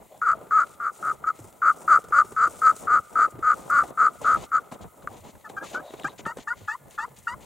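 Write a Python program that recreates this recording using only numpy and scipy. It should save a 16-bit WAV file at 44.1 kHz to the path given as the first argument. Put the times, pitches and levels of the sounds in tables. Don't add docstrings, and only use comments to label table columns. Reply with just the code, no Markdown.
import sys
import numpy as np
from scipy import signal
from scipy.fft import rfft, irfft, next_fast_len
from scipy.io import wavfile
from scipy.ndimage import uniform_filter1d

SR = 44100
rng = np.random.default_rng(int(sys.argv[2]) if len(sys.argv) > 2 else 0)


def convert_level_to_amplitude(level_db):
    exponent = np.asarray(level_db, float) / 20
    return 10 ** exponent


def generate_wav(signal):
    frames = np.transpose(np.atleast_2d(signal))
    scaled = np.clip(frames, -1, 1) * 32767
    pcm = np.round(scaled).astype(np.int16)
    wavfile.write(sys.argv[1], SR, pcm)


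N = 328545

# (start [s], length [s], folds [dB], rumble [dB])
FOLDINGS = [(0, 0.03, -49, -77), (.25, 0.45, -53.5, -79), (.7, 0.34, -58.5, -73), (.98, 0.17, -50.5, -58),
            (1.2, 0.16, -56.5, -70), (1.37, 0.11, -55.5, -58), (1.62, 0.38, -49.5, -59.5),
            (2.02, 0.32, -54.5, -55), (2.36, 0.39, -48.5, -60), (2.79, 0.21, -44, -51),
            (3.1, 0.18, -45, -50.5), (3.32, .14, -53, -50.5), (3.5, 0.42, -47, -57), (3.95, 0.21, -50, -70),
            (4.2, 0.25, -40.5, -53), (4.52, 0.16, -53, -62), (4.71, 0.049, -42.5, -45.5),
            (4.79, 0.085, -48, -48), (5.02, 0.17, -49, -54.5), (5.23, 0.065, -48.5, -56),
            (5.33, 0.043, -54.5, -50), (5.49, 0.34, -45, -61), (5.9, 0.24, -50, -62), (6.18, .12, -49, -58),
            (6.36, 0.062, -52, -52.5), (6.55, 0.11, -57, -53), (6.8, .25, -63, -62), (7.08, .12, -69, -61),
            (7.29, 0.17, -54.5, -51.5)]
# (start [s], length [s], swish [dB], rub [dB])
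SLIDES = [(.55, .2, -64.5, -70.5), (.91, 0.23, -57, -68.5), (1.34, .16, -62, -69.5),
          (1.62, 0.4, -58.5, -71.5), (2.08, .3, -60, -71.5), (2.45, 0.41, -53.5, -64.5),
          (2.87, 0.44, -62, -74.5), (3.5, .4, -56.5, -65), (3.92, 0.43, -63.5, -70), (4.2, 0.254, -57, -56),
          (4.71, .035, -60, -56.5), (4.81, 0.023, -66, -61), (5.02, 0.013, -75.5, -64),
          (5.1, .11, -65.5, -64), (5.23, 0.081, -66.5, -63.5), (5.49, 0.016, -63.5, -59),
          (5.62, .14, -57, -52), (5.8, 0.328, -72.5, -65), (6.178, .027, -69.5, -55),
          (6.37, 0.062, -76, -58.5), (6.55, .13, -75, -62), (6.9, 0.056, -62.5, -59.5),
          (7.16, .04, -61.5, -63), (7.22, 0.062, -67, -71), (7.4, 0.065, -70, -62)]
# (folds [dB], rumble [dB], swish [dB], rub [dB])
REST_DB = (-59, -62, -71, -73.5)
GATHER_SHARE, HALT_S = 0.16, 0.016
# (frequency [Hz], density [dB per Hz])
FOLD_SPECTRUM = [(71, -38), (120, -6), (596, -1.5), (1020, -6), (1230, -14.5), (1820, -24), (3000, -32.5),
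                 (3900, -33), (6600, -120)]
RUB_SPECTRUM = [(1200, -18.5), (2000, 0.5), (4000, -1), (5300, -9), (7000, 0), (10000, -33)]
SWISH_MID = [(2940, -41.5), (5000, -10.5), (7350, -1), (9000, -3), (10600, -13), (13300, -13), (15800, -14)]
SWISH_SIDE = [(2940, -63), (5000, -31), (5860, -31), (9260, 0.5), (10900, -1.5), (15800, -11.5)]
RUMBLE_SPECTRUM = [(12, -43.5), (20, -18), (53, -4.5), (91, -3.5), (220, -6), (290, -24), (480, -120)]
# (frequency [Hz], left over right [dB])
FOLD_LEAN = [(130, -2.5), (380, -0.5), (1000, 3)]
SWISH_LEAN = [(5000, -1.5), (9000, 7.5), (12500, -5), (15000, 1)]
# (frequency [Hz], width [Hz], level [dB])
DRONE_BAND = [(2060, 310, 0)]
# (start [s], length [s], level [dB], frequency [Hz], width [Hz])
GROANS = [
    (0.091, 0.1, -51, 610, 260),
    (0.31, 0.16, -49, 670, 240),
    (5.7, 0.216, -46.5, 615, 320),
    (5.82, 0.33, -60, 3800, 600),
    (0.11, 0.087, -72.5, 3400, 600),
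]

# (start [s], length [s], strength [dB], first slips [per s], later slips [per s])
YELPS = [(0.215, 0.12, -16, 470, 257), (0.508, 0.13, -15, 432, 293), (0.799, 0.1, -22.5, 228, 320),
         (1.025, 0.092, -19.5, 210, 290), (1.239, 0.067, -19, 254, 323), (1.617, 0.1, -14, 397, 284),
         (1.877, 0.099, -11.5, 374, 291), (2.122, 0.096, -11.5, 258, 290), (2.363, 0.11, -14, 219, 237),
         (2.616, 0.098, -13, 250, 257), (2.87, .12, -15, 235, 250), (3.154, .109, -14.5, 245, 300),
         (3.425, .11, -14.5, 213, 253), (3.698, 0.125, -14, 294, 278), (3.973, 0.11, -16, 255, 226),
         (4.243, 0.12, -17.5, 284, 250), (4.516, 0.07, -16.5, 239, 262)]
# (least roughness [0-1], full strength at [share of stroke],
# slip rate turns at [share of stroke], slack after the bite [dB])
GRIP = [(0.1, 0.63, 0.53, -11), (.05, 1, .55, -7.5), (0.3, .65, 0.74, -7.5), (0.8, 0.75, .55, -12),
        (0, 0.53, 0.26, -22), (.5, .64, 0.34, -7.5), (.1, 0.52, .3, -5), (0.2, .63, 0.29, -8.5),
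        (.3, 0.68, 0.45, -8.5), (0.2, 0.54, 0.13, -7.5), (.25, 0.6, 0.37, -7.5), (0.8, 0.63, .6, -7.5),
        (.25, .78, 0.14, -7), (0.3, 0.76, .4, -4.5), (0.4, 0.98, 0.092, -3), (.4, 0.66, 0.28, -2),
        (0.4, 0.56, .35, -6)]
GLIDE_SHARES = [.2, .09, .09, .09, .09, .09, .22, .09, .09, .09, .15, .09, .09, .25, .09, .09, .09]
CHALK_DB = [0, 0, 2, 1.5, 2.5, -2, -0.5, 0.5, 2.5, 2, 0.5, 2, 0.5, 0, 1, 3.5, 2]
SMOOTH_SHARE, TURN_SHARE = .45, .09
BITE_DB, BITE_DB_PER_100, FADE_DB = -10, 1.5, -8
ROUGH_START, ROUGH_END = .72, .75
STUMBLE = .5
HURRY_SHARE = .1
CHATTER_HZ = 67.8
# (frequency [Hz], width [Hz], level [dB])
WALL_MODES = [(1190.7, 77.7, 0.5), (1292.5, 105, 1.5), (1443.5, 111, -3)]
CAVITY_MODES = [(1282, 320, 2.5)]
EDGE_MODES = [(3040, 1000, -54), (4180, 520, -50.5), (4700, 390, -45.5), (7070, 1560, -42)]
LID_MODES = [(560, 490, -31), (1956, 990, -34.5), (3200, 1800, -52.5)]
HELD_MODES = [(1288, 220, -1)]
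# (frequency [Hz], gain [dB])
SHELF = [(2250, 0), (2450, -7)]
# (frequency [Hz], left over right [dB])
CALL_LEAN = [(700, 2.5), (2400, 2.5), (4400, -4.5), (8000, -1)]
# (frequency [Hz], phase [radians])
PORT_LEAD = [(8900, 0), (10300, -0.5), (11700, 6.5), (13400, 13)]
# (frequency [Hz], t60 [s])
TREE_T60 = [(500, .9), (1300, 1.85), (4000, 1.44)]

# (time [s], peak [dB], frequency [Hz], snap [dB])
CREAKS = [(0.412, -37.5, 564, -24), (0.507, -53.5, 435, -18), (1.39, -37.5, 323, -15),
          (1.444, -41, 396.7, -17.5), (1.817, -36, 840, -7.5), (1.851, -39, 745, -15),
          (2.04, -36.5, 466, -7.5), (2.084, -40.5, 560, -4.5), (2.248, -38.5, 373, -9.5),
          (2.32, -32.5, 405, -10), (2.474, -30.5, 348, -10), (2.763, -40.5, 400, 3),
          (3.19, -30.5, 707, -15), (3.354, -38, 312, -23.5), (3.39, -34.5, 380, -23),
          (3.837, -27.5, 734, -15.5), (4.215, -32, 590, -7), (4.721, -27.5, 226, -16),
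          (5.249, -39, 870, -30.5), (5.743, -26, 790, -33.5), (5.905, -38, 620, -16.5),
          (5.937, -28.5, 417, -20.5), (5.994, -34.5, 680, -14), (6.043, -25, 304, -16),
          (6.193, -35.5, 296, -13.5), (6.264, -22.5, 182, -18), (6.37, -30.5, 480, -13),
          (6.385, -30.5, 245, -18.5), (.468, -38.5, 420, -21), (1.001, -40.5, 650, -15.5),
          (1.14, -43, 605, -23), (2.107, -37.5, 455, -22), (2.535, -44.5, 500, -23),
          (2.905, -40.5, 427, -21.5), (3.128, -39, 704, -21), (3.322, -42.5, 344, -22),
          (4.616, -45, 723, -23.5), (5.353, -41, 199, -13), (5.498, -33.5, 785, -18.5)]
# (time [s], peak [dB], left over right [dB])
TICKS = [(0.609, -33.5, -1), (1.5269, -40.5, 2.5), (2.0188, -40.5, 3.5), (2.2745, -44.5, 2.5),
         (2.7655, -31, 6), (3.2932, -53.5, 3), (3.5418, -34, 8.5), (3.906, -42, 2.5), (4.0457, -33.5, -1.5),
         (5.1013, -43.5, 6), (5.4989, -43.5, 6), (5.9077, -48, 0.5), (5.9384, -40, 3.5), (5.9993, -38, 4.5),
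         (6.0348, -36.5, 4.5), (6.5777, -45, -0.5), (6.8828, -46, 2.5), (6.9092, -36, 0.5),
         (7.1735, -45.5, -1), (7.415, -43, 1.5)]
# (frequency [Hz], density [dB per Hz])
TICK_SPECTRUM = [(900, -32), (2200, -3), (4000, -3.5), (5200, -7.5), (7000, 2.5), (15000, -13.5)]
# (time [s], peak [dB], frequency [Hz])
THUDS = [(1.079, -50, 102.7), (1.401, -40.5, 104.8), (3.339, -41, 114.9), (3.806, -46, 67.2),
         (4.819, -44.5, 69.5), (5.091, -48, 98), (5.2, -48, 89), (6.036, -44, 146), (6.611, -41, 95.1),
         (6.81, -49, 131.5), (7.1, -46, 132.5)]

# (time [s], peak [dB])
TAPS = [
    (5.024, -45),
    (5.074, -20),
]
# (start [s], length [s], lowest pitch [Hz], last pitch [Hz], strength [dB])
SQUEAKS = [(5.441, 0.035, 877.6, 861, -48.5), (5.565, 0.081, 752.4, 878.7, -39.5),
           (5.744, .063, 703, 850, -39), (6.042, 0.046, 770, 1092, -37), (6.253, 0.069, 830.4, 1003, -37.5),
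           (6.472, 0.067, 821, 1065, -36), (6.676, .08, 824, 1062, -36), (6.979, 0.074, 831.5, 1049, -35),
           (7.271, 0.072, 862, 1057, -35.5)]
# (breakaway [dB], held rasp [dB], locked to every second slip [share],
# climb exponent, early under 1)
RASP = [(-53, -46.5, 0.1, 0.89), (-37, -49.5, 0.03, 0.404), (-37, -47.5, 0, 0.495), (-29, -50, 0, 1.6),
        (-35, -40.5, 0.48, 0.204), (-29, -49, 0.2, 0.25), (-29, -47.5, 0, .8), (-26, -41, 0.43, .7),
        (-20, -45.5, 0.47, 0.15)]
# (hand lets up after [s], change [dB], overtones [dB])
LET_UP = [(.03, 1, -3), (0.021, -14.5, -1.5), (0.036, -11, 2.5), (0.046, -3.5, 3.5), (.04, 0, -3),
          (0.02, -1.5, -3.5), (0.1, 0, -1), (0.026, 0.5, -2), (.03, -1, 3)]
# (start [s], length [s], level [dB])
CATCH = (6.503, .027, -26)
DIP_S, DIP_SHARE = .011, .15
FLICK_S, FLICK_SHARE = .014, .4
ONSET_DB, EASE_DB = -12, -3.5
# (frequency [Hz], gain [dB])
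LIFT = [(720, -11.5), (850, -2), (950, -2), (1070, 11.5), (1480, 14), (1660, 7), (1850, 0.5), (2100, -11)]
# (frequency [Hz], level [dB])
OVERTONES = [(2300, -14), (3000, -20.5), (3800, -30), (4350, -37), (4750, -19), (5200, -29), (7500, -26),
             (11000, -21)]
# (time [s], peak [dB])
CLACKS = [(5.4983, -44), (5.908, -45), (5.941, -41), (5.9978, -32.5), (6.0345, -34), (6.119, -45.5),
          (6.1972, -41), (6.2537, -37), (6.3725, -41), (6.385, -40)]
# (frequency [Hz], density [dB per Hz])
CLACK_SPECTRUM = [(120, -25), (350, 2), (1200, -5), (3900, 0.5), (4500, -14), (9000, -29)]
# (frequency [Hz], density [dB per Hz])
HISS_SPECTRUM = [(880, -41.5), (1500, -13.5), (2790, -18), (4750, -24.5), (5190, -33), (7180, -4.5),
                 (15800, -4.5)]
TOP_HZ = 15830


def unit(x):
    return x / np.sqrt(np.mean(x ** 2) + 1e-20)


def along(points, hz):
    f, v = np.transpose(points)
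    return np.interp(np.log(hz + 1), np.log(f + 1), v)


def curves(rows):
    s, *cols = np.transpose(rows)
    return [np.interp(np.arange(N) / SR, s, c) for c in cols]


def sounding(notes):
    t = np.arange(N) / SR
    return sum((t >= note[0][0]) & (t < note[-1][0]) for note in notes)


def wobble(rate_hz):
    knots = rng.standard_normal(int(N * rate_hz / SR) + 4)
    return np.interp(np.arange(N) * rate_hz / SR, np.arange(len(knots)), knots)


def filtered(x, response):
    m = next_fast_len(N + SR // 2)
    return irfft(rfft(x, m) * response(np.fft.rfftfreq(m, 1 / SR)), m)[..., :N]


def modes(table, f, order=1):
    total = 0
    for k, (hz, width_hz, db) in enumerate(table):
        damping = 1j * f * width_hz
        total = total + (-1) ** k * convert_level_to_amplitude(db) * (damping / (hz * hz - f * f + damping)) ** order
    return total


def leaning(x, table):
    return filtered(x, lambda f: convert_level_to_amplitude([along(table, f) / 2, -along(table, f) / 2]))


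def cloth(mid, side, side_db, grain_db, rate_hz):
    clumps = convert_level_to_amplitude(grain_db * wobble(rate_hz) + 0.62 * grain_db * wobble(rate_hz / 5))
    noise = clumps * rng.standard_normal((2, N))
    m, s = filtered(noise, lambda f: convert_level_to_amplitude([along(mid, f), along(side, f)]))
    m, s = unit(m), convert_level_to_amplitude(side_db) * unit(s)
    return np.array([m + s, m - s])


def moves(rows, rest_db):
    t = np.arange(N) / SR
    power = convert_level_to_amplitude(2 * np.array(rest_db))[:, None] * np.ones(N)
    for s, length, *db in rows:
        end = s + length + HALT_S
        a, b = round(s * SR), round(end * SR)
        build = (t[a:b] - s) / (GATHER_SHARE * length)
        halt = (end - t[a:b]) / HALT_S
        shape = np.clip(np.minimum(build, halt), 0, 1)
        power[:, a:b] += convert_level_to_amplitude(2 * np.array(db))[:, None] * shape ** 2
    return 10 * np.log10(power)


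def jacket():
    folds_db, rumble_db = moves(FOLDINGS, REST_DB[:2])
    swish_db, rub_db = moves(SLIDES, REST_DB[2:])
    folds = convert_level_to_amplitude(folds_db + 1.0) * cloth(FOLD_SPECTRUM, FOLD_SPECTRUM, side_db=-5.0, grain_db=3.5, rate_hz=110)
    rub = convert_level_to_amplitude(rub_db + 4.0) * cloth(RUB_SPECTRUM, RUB_SPECTRUM, side_db=-13.5, grain_db=2.5, rate_hz=150)
    swish = convert_level_to_amplitude(swish_db + 1.5) * cloth(SWISH_MID, SWISH_SIDE, side_db=1.0, grain_db=3.5, rate_hz=450)
    rumble = cloth(RUMBLE_SPECTRUM, RUMBLE_SPECTRUM, side_db=-1.0, grain_db=4.5, rate_hz=16)
    rumble = convert_level_to_amplitude(rumble_db - 1.5) * rumble
    return leaning(folds + rub, FOLD_LEAN) + leaning(swish, SWISH_LEAN) + rumble


def drone():
    noise = convert_level_to_amplitude(2.5 * wobble(4.5)) * rng.standard_normal((2, N))
    band = filtered(noise, lambda f: modes(DRONE_BAND, f, order=2))
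    near, wide = convert_level_to_amplitude(-74) * unit(band)
    return np.array([near + .4 * wide, near - .4 * wide])


def groans():
    out, grains = np.zeros(N), convert_level_to_amplitude(5.5 * wobble(90)) * rng.standard_normal(N)
    for s, length, db, hz, width_hz in GROANS:
        a, n = round(s * SR), round(length * SR)
        b, c = signal.iirpeak(hz, hz / width_hz, SR)
        band = signal.lfilter(b, c, signal.lfilter(b, c, grains[a:a + n]))
        swell = np.clip(2 - 2 * np.linspace(-1, 1, n) ** 2, 0, 1)
        out[a:a + n] += convert_level_to_amplitude(db) * swell * unit(band)
    return out * convert_level_to_amplitude([[1], [-1]])


def box(f):
    return modes(WALL_MODES, f) * modes(CAVITY_MODES, f) * convert_level_to_amplitude(along(SHELF, f))


def lid(f):
    return modes(LID_MODES, f, order=2) * convert_level_to_amplitude(along(SHELF, f))


def edge(f):
    return modes(EDGE_MODES, f, order=2)


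def stroke(s, length, db, first, later, grip, full_at, turn_at, slack_db, glide):
    at = np.linspace(0, 1, num=21)
    bite_db = BITE_DB + BITE_DB_PER_100 * (first - 200) / 100
    level_at = [.06, .22, np.clip(full_at, .3, .84), .87, 1]
    level_db = db + np.interp(at, level_at, [bite_db, slack_db, 0, -1.5, FADE_DB])
    rough = np.interp(at, [0, SMOOTH_SHARE, .85], [ROUGH_START, grip, ROUGH_END])
    stumble = STUMBLE * abs(np.log(first / later)) * (TURN_SHARE / glide) ** 2
    rough += stumble * np.clip(1.5 - abs(at - turn_at) / glide, 0, 1)
    rate = np.interp(at, [turn_at - glide, turn_at + glide], [first, later])
    rate = rate * np.interp(at, [.65, .9], [1, 1 + HURRY_SHARE])
    return np.transpose([s + length * at, level_db, rate, rough])


def yelps():
    notes = [stroke(*row, *grip, glide) for row, grip, glide in zip(YELPS, GRIP, GLIDE_SHARES)]
    level_db, rate, rough = curves(np.vstack(notes))
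    on, rough, t = sounding(notes), np.clip(rough, 0, 1), np.arange(N) / SR
    starts, ends = np.array([(note[0][0], note[-1][0]) for note in notes]).T
    note = np.minimum(np.searchsorted(ends, t), len(ends) - 1)
    since, left = t - starts[note], ends[note] - t - .004

    turns = np.cumsum(on * rate * (1 + .12 * rough ** 2 * wobble(120))) / SR
    turns -= np.interp(starts, t, turns)[note] + 1e-6
    at = np.flatnonzero(np.diff(np.floor(turns)) > 0)
    chance = np.clip(rng.standard_normal((2, N))[:, at], -1.7, 1.7)
    period = SR / rate[at]
    late = .22 * rough[at] ** 2 * np.abs(chance[0]) * (turns[at] > 0) * period
    slips = np.zeros(N)
    np.add.at(slips, at + 1 + late.astype(int), np.sqrt(period) * convert_level_to_amplitude(2.1 * rough[at] * chance[1]))
    scrape = unit(rng.standard_normal(N) * np.exp(-2.5 * (turns % 1)))

    bounce = np.clip(1.2 - left / .045, 0, 1) * np.sin(np.pi * CHATTER_HZ * left) ** 2
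    force = on * convert_level_to_amplitude(level_db + 19.5) * (1 - .85 * bounce)
    grit = force * convert_level_to_amplitude(.4 * (level_db + 18) + np.take(CHALK_DB, note))
    grit = grit * np.clip(0.53 + since / 0.045, 0, 1)
    lid_force = force * slips * np.clip(0.62 + since / .07, 0, 1)
    ring = filtered(force * (slips + 0.39 * rough ** 2 * scrape), box)
    return ring + filtered(lid_force, lid) + filtered(0.13 * force * slips + grit * scrape, edge)


def placed(f):
    mirror = 1 + convert_level_to_amplitude(-17.5) * np.exp(-2j * np.pi * f * .0085)
    lean_db = along(CALL_LEAN, f) / 2
    return mirror * [convert_level_to_amplitude(lean_db), convert_level_to_amplitude(-lean_db) * np.exp(1j * along(PORT_LEAD, f))]


def trees(x):
    hz, t, z = signal.stft(rng.standard_normal((2, SR)), SR, nperseg=256)
    decay = convert_level_to_amplitude(-60 * t / along(TREE_T60, hz)[:, None]) * (1 - np.exp(-t / .06))
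    tail = signal.istft(z * decay, SR, nperseg=256)[1]
    near, wide = tail / np.linalg.norm(tail[0])
    return signal.fftconvolve(x[None], [near + 0.23 * wide, near - 0.18 * wide], axes=1)[:, :N]


def creaks():
    out, t = np.zeros((3, N + SR)), np.arange(SR // 20) / SR
    for s, db, hz, snap_db in CREAKS:
        pop = 2.22 * np.sin(2 * np.pi * hz * t) * convert_level_to_amplitude(-60 * t / 0.025) * (1 - np.exp(-t / 0.0019))
        puff, *snap = rng.standard_normal((3, len(t)))
        puff = 3 * puff * convert_level_to_amplitude(-60 * t / 0.054)
        snap = snap * convert_level_to_amplitude(snap_db + 1.0 - 60 * t / 0.081)
        out[:, round(s * SR):][:, :len(t)] += convert_level_to_amplitude(db) * np.array([pop + puff, *snap])

    def snap_colour(f):
        swish = convert_level_to_amplitude([along(SWISH_MID, f), along(SWISH_SIDE, f)])
        return swish + [convert_level_to_amplitude(along(RUB_SPECTRUM, f) - 10.5), 0 * f]

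    dull = filtered(out[0], lambda f: modes([(410, 790, 0.0035)], f, order=2))
    mid, side = filtered(out[1:], snap_colour)
    return np.array([mid + side, mid - side])[:, :N] + 1.05 * leaning(dull[:N], FOLD_LEAN)


def ticks():
    out, t = np.zeros((2, N + SR)), np.arange(SR // 40) / SR
    for s, db, pan_db in TICKS:
        click = convert_level_to_amplitude(db - 4.0 - 60 * t / 0.012) * rng.standard_normal(len(t))
        out[:, round(s * SR):][:, :len(t)] += click * convert_level_to_amplitude([[pan_db / 2], [-pan_db / 2]])
    return filtered(out[:, :N], lambda f: convert_level_to_amplitude(along(TICK_SPECTRUM, f)))


def thuds():
    out, t = np.zeros(N + SR), np.arange(SR // 5) / SR
    swell = t / 0.018 * np.exp(1 - t / 0.015)
    for s, db, hz in THUDS:
        sag = np.sin(2 * np.pi * hz * (1.128 * t - 1.87 * t ** 2))
        out[round(s * SR):][:len(t)] += convert_level_to_amplitude(db) * swell * sag
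    return out[:N] * convert_level_to_amplitude(4.5 * wobble(70)) * convert_level_to_amplitude([[-1], [1]])


def taps():
    blows = np.zeros(N)
    for s, db in TAPS:
        blows[round(s * SR)] = convert_level_to_amplitude(db + 41.5)

    def struck(f):
        return convert_level_to_amplitude(-8.5) * box(f) + modes(HELD_MODES, f, order=2) + lid(f) + convert_level_to_amplitude(-1) * edge(f)

    return filtered(blows, struck)


def chirp(s, length, low_hz, last_hz, db, break_db, held_db, share, early, ease_s, ease_db, over_db):
    t = np.linspace(0, length, num=17)
    rise = np.clip((t - DIP_S) / (length - DIP_S), 0, 1) ** early
    flick = np.clip(1 - (length - t) / FLICK_S, 0, 1)
    climb = (1 - FLICK_SHARE) * rise + FLICK_SHARE * flick
    hz = low_hz * (1 + DIP_SHARE * np.clip(1 - t / DIP_S, 0, 1)) + (last_hz - low_hz) * climb
    effort_db = db + np.interp(t, [0, DIP_S, length], [ONSET_DB, 0, EASE_DB])
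    effort_db = effort_db + ease_db * np.clip((t - ease_s) / DIP_S, 0, 1)
    first_db, second_db = effort_db + along(LIFT, hz), effort_db + along(LIFT, 2 * hz)
    rasp_db = np.interp(t, [0, .022], [break_db, held_db])
    return np.transpose([s + t, hz, first_db, second_db, rasp_db, share + 0 * t, over_db + 0 * t])


def squeaks():
    notes = [chirp(*row, *rasp, *ease) for row, rasp, ease in zip(SQUEAKS, RASP, LET_UP)]
    pitch_hz, first_db, second_db, rasp_db, share, over_db = curves(np.vstack(notes))
    on = uniform_filter1d(sounding(notes) * 1., size=130)
    phase = 2 * np.pi * np.cumsum(pitch_hz * (1 + .013 * wobble(250) + .007 * wobble(45))) / SR
    low = convert_level_to_amplitude(first_db + 2.5 * wobble(110)) * np.sin(phase)
    low = low + convert_level_to_amplitude(second_db + 3.5 * wobble(110)) * np.sin(2 * phase)
    high = 0
    for k in range(3, 10):
        high = high + convert_level_to_amplitude(along(OVERTONES, k * pitch_hz) + 4.5 * wobble(90)) * np.sin(k * phase)
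    effort = convert_level_to_amplitude(np.minimum(second_db, first_db + 4.5))

    share, (s, length, db) = np.clip(share, 0, 1), CATCH
    place = 2 * (np.arange(N) / SR - s) / length - 1
    catch = convert_level_to_amplitude(db - rasp_db) * np.clip(2 - 2 * place ** 2, 0, 1)
    halfway = np.sqrt(2) * (np.sqrt(share) + catch) * np.sin(3 * phase / 2)
    rasp = np.sqrt(1 - share) * convert_level_to_amplitude(24.0) * rng.standard_normal(N)
    grit = filtered(on * effort * convert_level_to_amplitude(33.5) * rng.standard_normal(N), edge)
    tone = np.sqrt(2) * (low + effort * convert_level_to_amplitude(over_db) * high) + convert_level_to_amplitude(rasp_db) * halfway
    return on * tone + filtered(on * convert_level_to_amplitude(rasp_db) * rasp, box) + grit


def clacks():
    out, t = np.zeros(N + SR), np.arange(SR // 40) / SR
    for s, db in CLACKS:
        rattle = convert_level_to_amplitude(-60 * t / 0.013) * rng.standard_normal(len(t)) + 3 * (t == 0)
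        out[round(s * SR):][:len(t)] += convert_level_to_amplitude(db + 4.5) * rattle
    return filtered(out[:N], lambda f: convert_level_to_amplitude(along(CLACK_SPECTRUM, f))) * convert_level_to_amplitude([[1.5], [-1.5]])


def scene():
    clothing = jacket() + groans() + creaks() + ticks() + thuds()
    call = yelps() + taps() + squeaks()
    near = convert_level_to_amplitude(-0.28) * filtered(call, placed) + convert_level_to_amplitude(-33.5) * trees(call)
    return clothing + drone() + near + clacks()


def low_pass(x):
    return signal.sosfilt(signal.butter(12, 16740, fs=SR, output="sos"), x)


def record(dry):
    hiss = convert_level_to_amplitude(-63.0) * cloth(HISS_SPECTRUM, HISS_SPECTRUM, side_db=-11.5, grain_db=-0.6, rate_hz=21)
    mix = filtered(dry + hiss, lambda hz: hz < TOP_HZ)
    return low_pass(mix)


dry = scene()
out = record(dry)
generate_wav(out)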